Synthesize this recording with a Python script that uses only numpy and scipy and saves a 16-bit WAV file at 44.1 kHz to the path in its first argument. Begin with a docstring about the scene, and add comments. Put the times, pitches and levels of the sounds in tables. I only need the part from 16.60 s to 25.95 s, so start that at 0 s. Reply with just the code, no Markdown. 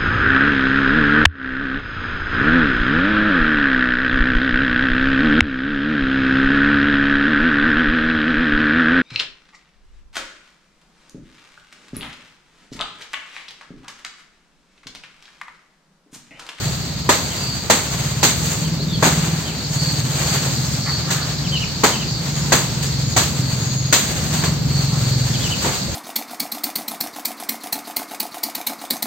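"""A worker chops fodder grass down the aisle of an open cattle barn: each blow knocks on the wooden
block and crunches through the stalks. Cattle shuffle in the litter and scrape against concrete and
rails, leaves rustle, insects rasp their wings and a small bird chirps under the roof.
A low, uneven throb, like a slow one-cylinder engine far away, comes and goes in spells over the
rumble of the farm. The whole scene sits a little to the right."""
import sys
import numpy as np
from scipy import signal
from scipy.fft import rfft, irfft, next_fast_len
from scipy.io import wavfile
from scipy.ndimage import map_coordinates

SR = 44100
rng = np.random.default_rng(int(sys.argv[2]) if len(sys.argv) > 2 else 0)


def wav_record(signal):
    """Record a signal, one row per channel, as 16-bit PCM in the file named by sys.argv[1]."""
    frames = np.transpose(np.atleast_2d(signal))
    bounded = np.clip(frames, -1, 1)
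    # unit amplitude maps onto the largest positive 16-bit level
    quanta = np.round(bounded * 32767).astype(np.int16)
    wavfile.write(sys.argv[1], SR, quanta)


N = 412335

# Blows of the blade. Each row: start in seconds, length of the cut in seconds, knock level in dB,
# pitch of the block in Hz, crunch level in dB.
BLOWS = [(.49, 0.0032, -8.5, 997, -16), (1.098, 0.015, -11, 647, -16.5), (1.629, 0.022, -15, 820, -15.5),
         (2.425, 0.057, -15, 1105, -21), (4.503, 0.026, -27.5, 1180, -25), (5.235, 0.013, -10, 1074, -18),
         (5.92, 0.012, -11, 1606, -16.5), (6.224, 0.01, -40, 904, -29), (6.563, 0.019, -14.5, 750, -17.5),
         (7.325, 0.011, -14.5, 1460, -14), (7.735, 0.014, -32, 795, -30), (7.824, 0.0054, -27.5, 837, -41),
         (7.836, 0.004, -22, 1690, -28), (9.044, 0.054, -23.5, 910, -31.5)]
# The block's short ring. Each row: multiple of its pitch, relative level in dB, t60 in seconds.
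BLOCK_MODES = [(.4, -4.5, 0.065), (.6, -12, 0.034), (.78, -11, 0.032), (1, 2.5, 0.053), (1.21, -3, 0.065),
               (1.85, -18, 0.014)]
# Tone of the dull knock and the bright crunch. Each row: frequency in Hz, relative level in dB.
KNOCK_TONE = [(90, -10), (200, 2), (380, 2), (680, 0.5), (980, 2), (1300, -1), (2000, -2.5), (3200, -15.5),
              (6000, -23.5), (16000, -69)]
CRUNCH_TONE = [(150, -38), (400, -9.5), (800, -6.5), (1500, 0), (3000, 1), (4500, 5.5), (7000, 0.5),
               (8500, 0.5), (12000, -9), (16000, -11.5)]

def chopping(ring_db=1, ring_attack_s=0.0015, crunch_lag_s=0.00015):
    """The blade knocks, fibres snap and the wooden block rings; knock and crunch leave a noisy tail."""
    t = np.arange(SR * 3 // 4) / SR
    knocks, crunches, rings = np.zeros((3, N))
    for s, length, knock_db, pitch, crunch_db in BLOWS:
        strikes = rng.uniform((-2, 0), (2, 1), (len(BLOCK_MODES), 2))  # each mode's dB offset and phase
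        ring = sum(amp(db + vary - 60 * t / t60) * np.sin(2 * np.pi * (ratio * pitch * t + phase))
                   for (ratio, db, t60), (vary, phase) in zip(BLOCK_MODES, strikes))
        add(rings, s, amp(knock_db + ring_db) * (1 - np.exp(-t / ring_attack_s)) * ring)
        knock = cut(t, length, attack_s=0.00068, drop_t60=0.016, tail_db=-4, tail_t60=0.38, sag_db=5)
        crunch = cut(t, length, attack_s=0.002, drop_t60=0.073, tail_db=3.5, tail_t60=0.46, sag_db=0)
        add(knocks, s, amp(knock_db) * knock)
        add(crunches, s + crunch_lag_s, amp(crunch_db) * crunch)
    return rings + knocks * noise(KNOCK_TONE, grain_db=-1.5) + crunches * noise(CRUNCH_TONE, grain_db=1)

def cut(t, length, attack_s, drop_t60, tail_db, tail_t60, sag_db):
    """Envelope of a cut: it holds or sags while the blade passes, then falls to a lingering tail."""
    after = np.maximum(t - length, 0)
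    direct = amp(-sag_db * np.minimum(t / length, 1) - 60 * after / drop_t60)
    tail = amp(tail_db - 60 * after / tail_t60)
    return (1 - np.exp(-t / attack_s)) * np.hypot(direct, tail)

# Moves in the litter and grass. Each row: start, rise, hold and fall in seconds, shuffle level in dB,
# rustle level in dB.
MOVES = [(0.0, 0.0067, 0.051, 0.39, -31, -31.5), (0.562, 0.024, 0.19, 0.75, -33, -33),
         (1.147, 0.083, 0.29, .25, -31, -31.5), (1.728, 0.13, 0.05, 0.24, -30, -27),
         (2.396, 0.028, 0.21, 0.48, -28.5, -31), (3.063, 0.055, 1, 0.36, -35, -32.5),
         (3.395, 0.32, 0.033, 0.23, -24.5, -26), (4.25, 0.092, .3, 0.5, -33.5, -39.5),
         (5.497, 0.2, 0.39, 0.49, -34, -35.5), (6.347, 0.16, 0.46, 0.34, -37, -35.5),
         (7.39, 0.056, 0.34, .12, -30, -30), (8.044, 0.11, 1, .4, -33, -33),
         (8.971, 0.061, 0.024, 0.31, -28, -28.5)]
# Tone of the soft litter and the crisp leaves. 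Each row: frequency in Hz, relative level in dB.
LITTER_TONE = [(120, -24), (280, 1.5), (450, -0.5), (850, -0.5), (1500, -2), (2500, -3.5), (4000, -3.5),
               (9000, -25)]
LEAF_TONE = [(800, -32), (2000, -14), (3500, -5), (5500, 4), (7200, 2.5), (8500, 2.5), (12000, -7),
             (16000, -9.5)]

def stirring(litter_bed_db=-35, leaf_bed_db=-40.5, clump_db=1.5):
    """Hooves and muzzles push through litter and grass rustles; each move rises out of a steady bed."""
    shuffle, rustle = amp(litter_bed_db), amp(leaf_bed_db)
    for s, rise, hold, fall, shuffle_db, rustle_db in MOVES:
        move = swell(s, rise, hold, fall)
        shuffle = np.hypot(shuffle, amp(shuffle_db) * move)
        rustle = np.hypot(rustle, amp(rustle_db) * move)
    clumps = amp(clump_db * wobble(35))
    litter = shuffle * clumps * noise(LITTER_TONE, grain_db=0.5)
    leaves = rustle * clumps * noise(LEAF_TONE, grain_db=1)
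    return litter + leaves * amp([[.4], [-.4]])  # leaves a touch louder on the left

# Hoof and horn scrapes. Each row: start in seconds, length in seconds, pitch in Hz, relative level in dB.
RUBS = [(1.03, 0.028, 513, -34), (2.19, 0.027, 392, -31), (3.85, .032, 715, -31.5),
        (4.245, 0.087, 1080, -33), (4.25, 0.066, 2060, -31), (4.42, 0.28, 1450, -35),
        (8.3, 0.094, 1030, -38), (9.05, .052, 353, -28), (9.275, .038, 332, -29.5)]

def scraping(dry_db=1.5, wet_db=-4):
    """Hooves and horns rub briefly against concrete and rails."""
    rubs = bursts(RUBS, width_hz=750)
    return amp(dry_db) * rubs + amp(wet_db) * barn_reverb(rubs)

# The insect chorus swells and eases. Each row: time in seconds, level in dB.
CHORUS_LEVEL = [(0, -33), (2.6, -34), (3.7, -31), (4.9, -30.5), (5.9, -31), (7.9, -33), (8.7, -30),
                (9.35, -31.5)]
# Near insects calling. Each row: start in seconds, length in seconds, pitch in Hz, relative level in dB.
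INSECT_CALLS = [(.7, 0.36, 4650, -27.5), (3.09, 0.074, 6800, -36), (3.11, 0.27, 4480, -25),
                (3.52, 0.36, 4520, -27.5), (4.18, 0.26, 4510, -25), (5.43, 0.21, 4650, -30),
                (5.68, 0.19, 6870, -37), (6.42, .15, 6820, -37), (6.76, 0.23, 4536, -31),
                (6.88, 0.66, 6690, -36), (7.7, 0.26, 4450, -30.5), (8.06, 0.25, 4420, -27.5),
                (8.41, 0.16, 4510, -28)]
# Tone of the chorus and the thin sheen above it. Each row: frequency in Hz, relative level in dB.
CHORUS_TONE = [(2500, -40), (3600, -12.5), (4150, -4.5), (4550, -1), (4730, -0.5), (4950, -21),
               (6000, -41.5)]
SHEEN_TONE = [(4600, -33), (5000, 10.5), (5400, 7), (5900, 1.5), (6700, -8), (7400, -4.5), (8500, -36)]

def insects(usual_chorus_db=-34, usual_sheen_db=-38, sheen_growth=1.77, dry_db=-5, wet_db=-2):
    """Many wings rasp in one flickering band, under a sheen that grows with them; near ones call out."""
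    chorus_db = curves(CHORUS_LEVEL)[0]
    sheen_db = usual_sheen_db + sheen_growth * (chorus_db - usual_chorus_db)
    chorus = amp(chorus_db + 1.64 * wobble(30)) * noise(CHORUS_TONE, grain_db=1.5)
    sheen = amp(sheen_db + 1.8 * wobble(30)) * noise(SHEEN_TONE, grain_db=1)
    calls = bursts(INSECT_CALLS, width_hz=540)
    return chorus + sheen + amp(dry_db) * calls + amp(wet_db) * barn_reverb(calls)

# The bird's notes. Each row: start in seconds, length in seconds, middle pitch in Hz,
# glide from start to end in Hz, relative level in dB.
BIRD_NOTES = [(.695, .05, 3070, -400, -41), (0.782, 0.081, 2750, -160, -39),
              (2.034, 0.062, 3020, -900, -38), (2.193, 0.042, 4230, 848, -31),
              (2.28, 0.093, 3550, -700, -33), (2.323, 0.044, 4420, -60, -32),
              (2.85, 0.077, 2970, -1100, -35.5), (4.84, 0.042, 2950, -1200, -34),
              (4.916, .066, 3040, -600, -24), (5.001, 0.043, 2870, -650, -26),
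              (5.314, .048, 3100, -500, -29), (5.394, 0.041, 3000, -900, -31),
              (8.73, 0.04, 3190, -1300, -33), (8.797, 0.048, 3400, 170, -33),
              (8.836, .046, 2950, -750, -29), (8.903, 0.046, 2920, -600, -28)]

def bird(arch_hz=260, rasp_db=2.5, dry_db=-1.5, wet_db=-4.5):
    """Short, hoarse, arched notes that mostly fall away, echoing under the roof."""
    song = np.zeros(N)
    flutter = 1 + .028 * wobble(600)
    for s, length, middle_hz, glide_hz, db in BIRD_NOTES:
        u = np.linspace(0, 1, int(length * SR))  # progress through the note
        contour = middle_hz + glide_hz * (u - .5) - arch_hz * (2 * u - 1) ** 2
        hz = contour * flutter[int(s * SR):][:len(u)]
        envelope = np.sqrt(8 * u * (1 - u))
        add(song, s, amp(db) * envelope * np.sin(2 * np.pi * np.cumsum(hz) / SR))
    song *= amp(rasp_db * wobble(200))
    return amp(dry_db) * song + amp(wet_db) * barn_reverb(song)

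# Pace of the far engine. Each row: time in seconds, firings per second.
FIRING_RATE = [(0, 16.72), (1.5, 17.64), (1.64, 20.2), (2.92, 19.24), (3.07, 17.52), (4.12, 19.2),
               (4.54, 22.94), (5.76, 23.21), (6.97, 21.75), (7.85, 22.59), (8.83, 20.89), (9.35, 17.51)]

def engine(rise_s=0.0043, lead_s=0.0021, jitter_s=0.0005, scatter_db=1.2, drone=0.076,
           octave_db=-19, wet_db=-17, level_db=-2, sink_db=-30):
    """A low boom, pumped once per uneven firing; reverb smears the throbs together."""
    strength, boom_hz = spells()
    turns = np.cumsum(curves(FIRING_RATE)[0]) / SR
    firings = np.flatnonzero(np.diff(np.floor(turns))) / SR
    t, throb = np.arange(SR // 10) / SR, np.zeros(N)
    puff = (t / rise_s) ** 2 * np.exp(-t / rise_s)
    for s, (size, late) in zip(firings, rng.standard_normal((300, 2))):
        add(throb, s - lead_s + jitter_s * late, amp(scatter_db * size) * puff)
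    phase = 2 * np.pi * np.cumsum(boom_hz) / SR + 0.36 * wobble(45)
    booms = unit((drone + throb) * (np.cos(phase) + amp(octave_db) * np.cos(2 * phase)))
    echo = unit(spread(barn_reverb(booms)))
    presence = 1 / (1 + (amp(sink_db) / strength) ** 2)  # between spells it sinks into the rumble
    return amp(level_db) * strength * presence * unit(booms + amp(wet_db) * echo)

# Spells of throbbing. Each row: start in seconds, length in seconds, first and last relative level in dB,
# fade in seconds, boom pitch in Hz, glide in Hz per second.
THROB_SPELLS = [(0.0, .37, -21.5, -28, .07, 128, 0), (.76, 0.12, -26, -22, 0.11, 130, 0),
                (1.27, 0.39, -23.5, -22.5, 0.11, 131, 25), (1.72, 1.04, -24.5, -17.5, 0.071, 157, 4),
                (3.04, 1.34, -18, -23, .15, 148, -10), (4.3, 0.67, -26.5, -21.5, 0.048, 141.8, 5),
                (5.37, 1.23, -23.5, -20.5, 0.12, 150, -15), (6.69, 0.57, -19, -18.5, 0.1, 129, 2),
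                (7.58, 1.05, -21, -16.3, 0.377, 157, -29)]

def spells(attack_s=0.087, idle_db=-30.5):
    """Strength and pitch of the throb: each spell sets in fast, drifts, and fades to idling."""
    t = np.arange(N) / SR
    strength = np.full(N, amp(idle_db))
    boom_hz = np.full(N, float(THROB_SPELLS[0][5]))
    for s, length, first_db, last_db, fade, hz, glide in THROB_SPELLS:
        age = np.clip(t - s, 0, length + fade)
        drift = amp(np.interp(age, [0, length], [first_db, last_db]))
        strength = np.maximum(strength, drift * swell(s, attack_s, length - attack_s, fade))
        boom_hz = np.where(t >= s, hz + glide * age, boom_hz)
    return strength, boom_hz

# Slow rise and fall of the farm's rumble. Each row: time in seconds, level in dB.
RUMBLE_LEVEL = [(0, -25), (1.1, -29.5), (2.1, -23), (2.75, -26.5), (3.3, -27.5), (4.7, -26), (6.4, -25),
                (7.3, -27.5), (7.95, -23), (9.35, -26.5)]
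# Its bass-heavy tone. Each row: frequency in Hz, relative level in dB.
RUMBLE_TONE = [(20, -31), (38, -33), (50, -12), (64, 0.5), (95, 0), (150, 4), (200, -1.5), (260, -7),
               (310, -12), (600, -20.5), (2000, -41)]

def rumble(waver_db=0.95):
    """The low bed of the farm, wavering at random."""
    return amp(curves(RUMBLE_LEVEL)[0] + waver_db * wobble(6.8)) * noise(RUMBLE_TONE)

# Decay under the roof. Each row: frequency in Hz, t60 in seconds.
BARN_DECAY = [(200, 0.49), (1000, .42), (4000, 0.32), (8000, 0.36), (15000, 0.16)]

def barn_reverb(x):
    """The diffuse stereo answer of roof and walls to a mono sound."""
    hz, t, spectra = signal.stft(rng.standard_normal((2, SR // 2)), SR, nperseg=256)
    decay = amp(-60 * t / along(BARN_DECAY, hz)[:, None])
    tail = signal.istft(spectra * decay, SR, nperseg=256)[1]
    return signal.fftconvolve(x[None], tail / np.linalg.norm(tail[0]), axes=1)[:, :N]

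# Stereo image of the barn. Each row: frequency in Hz, coherence between left and right.
COHERENCE = [(100, 0.92), (280, 0.77), (550, 0.73), (1100, 0.38), (2200, 0.25), (4500, .08), (8000, -0.22),
             (14000, 0.18)]

def spread(pair):
    """Turn two unrelated signals into left and right: narrow in the bass, wide in the treble."""
    angle = lambda hz: np.arccos(np.clip(along(COHERENCE, hz), -1, 1)) / 2
    mid, side = filtered(pair, lambda hz: np.array([np.cos(angle(hz)), np.sin(angle(hz))]))
    return np.array([mid + side, mid - side])

def noise(tone, grain_db=0):
    """Coloured stereo noise of rms 1; grain_db roughens it with millisecond crackles."""
    grainy = amp(grain_db * wobble(700)) * rng.standard_normal((2, N))
    return unit(spread(filtered(grainy, lambda hz: amp(along(tone, hz)))))

def bursts(rows, width_hz):
    """A track of narrow-band noise swells, each capped at half a second."""
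    track, t = np.zeros(N), np.arange(SR // 2) / SR
    for s, length, hz, db in rows:
        envelope = np.sqrt(np.abs(np.hanning(min(int(length * SR), len(t)))))
        a, b = (map_coordinates(row, [t * width_hz]) for row in rng.standard_normal((2, 1024)))
        band = a * np.cos(2 * np.pi * hz * t) + b * np.sin(2 * np.pi * hz * t)
        add(track, s, amp(db) * envelope * band[:len(envelope)])
    return track

def swell(s, rise, hold, fall):
    """Envelope from 0 to 1 that starts at s, rises, holds and falls."""
    return np.interp(np.arange(N) / SR, s + np.cumsum(np.abs([0, rise, hold, fall])), [0, 1, 1, 0])

def amp(db):
    """Decibels to gain."""
    return 10 ** (np.asarray(db) / 20)

def unit(x):
    """Scale to rms 1."""
    return x / np.sqrt(np.mean(x ** 2) + 1e-20)

def along(points, hz):
    """Read (Hz, value) points on a log axis."""
    freqs, values = np.transpose(points)
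    return np.interp(np.log(hz + 1), np.log(freqs + 1), values)

def curves(rows):
    """One value per sample for each column after the time."""
    times, *columns = np.transpose(rows)
    return [np.interp(np.arange(N) / SR, times, column) for column in columns]

def wobble(rate):
    """A smooth random curve, rate knots a second."""
    return map_coordinates(rng.standard_normal(int(N * rate / SR) + 4), [np.arange(N) * rate / SR])

def filtered(x, response):
    """Shape x with a response given as a function of Hz."""
    size = next_fast_len(N + 8192)
    return irfft(rfft(x, size) * response(np.fft.rfftfreq(size, 1 / SR)), size)[..., :N]

def add(track, s, sound):
    """Mix a sound into a track at s seconds."""
    part = track[..., max(0, round(s * SR)):]
    part = part[..., :sound.shape[-1]]
    part += sound[..., :part.shape[-1]]

def scene(left_db=0.16, left_lag_s=1.3 / SR):
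    """The mix from the end of the feeding aisle; the left side is a hair later and louder."""
    left, right = engine() + rumble() + chopping() + stirring() + scraping() + insects() + bird()
    delay = lambda hz: np.exp(-2j * np.pi * hz * left_lag_s)
    return np.array([amp(left_db) * filtered(left, delay), right])

# Uneven treble with a deep notch from about 9 to 11.5 kHz. Each row: frequency in Hz, gain in dB.
TREBLE_EQ = [(4700, 0), (4950, -6.5), (6050, -2), (6300, 6), (7500, 5), (8450, 0), (8800, -12),
             (10000, -23.5), (11350, -42.5), (11650, 1.5), (15800, 3)]

def record(dry):
    """Master chain: uneven treble, a soft ceiling at full scale and a steep high cut."""
    coloured = filtered(dry, lambda hz: amp(along(TREBLE_EQ, hz)))
    limited = coloured / (1 + coloured ** 8) ** (1 / 8)
    return filtered(limited, lambda hz: hz < 15950)

dry = scene()
out = record(dry)
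wav_record(out)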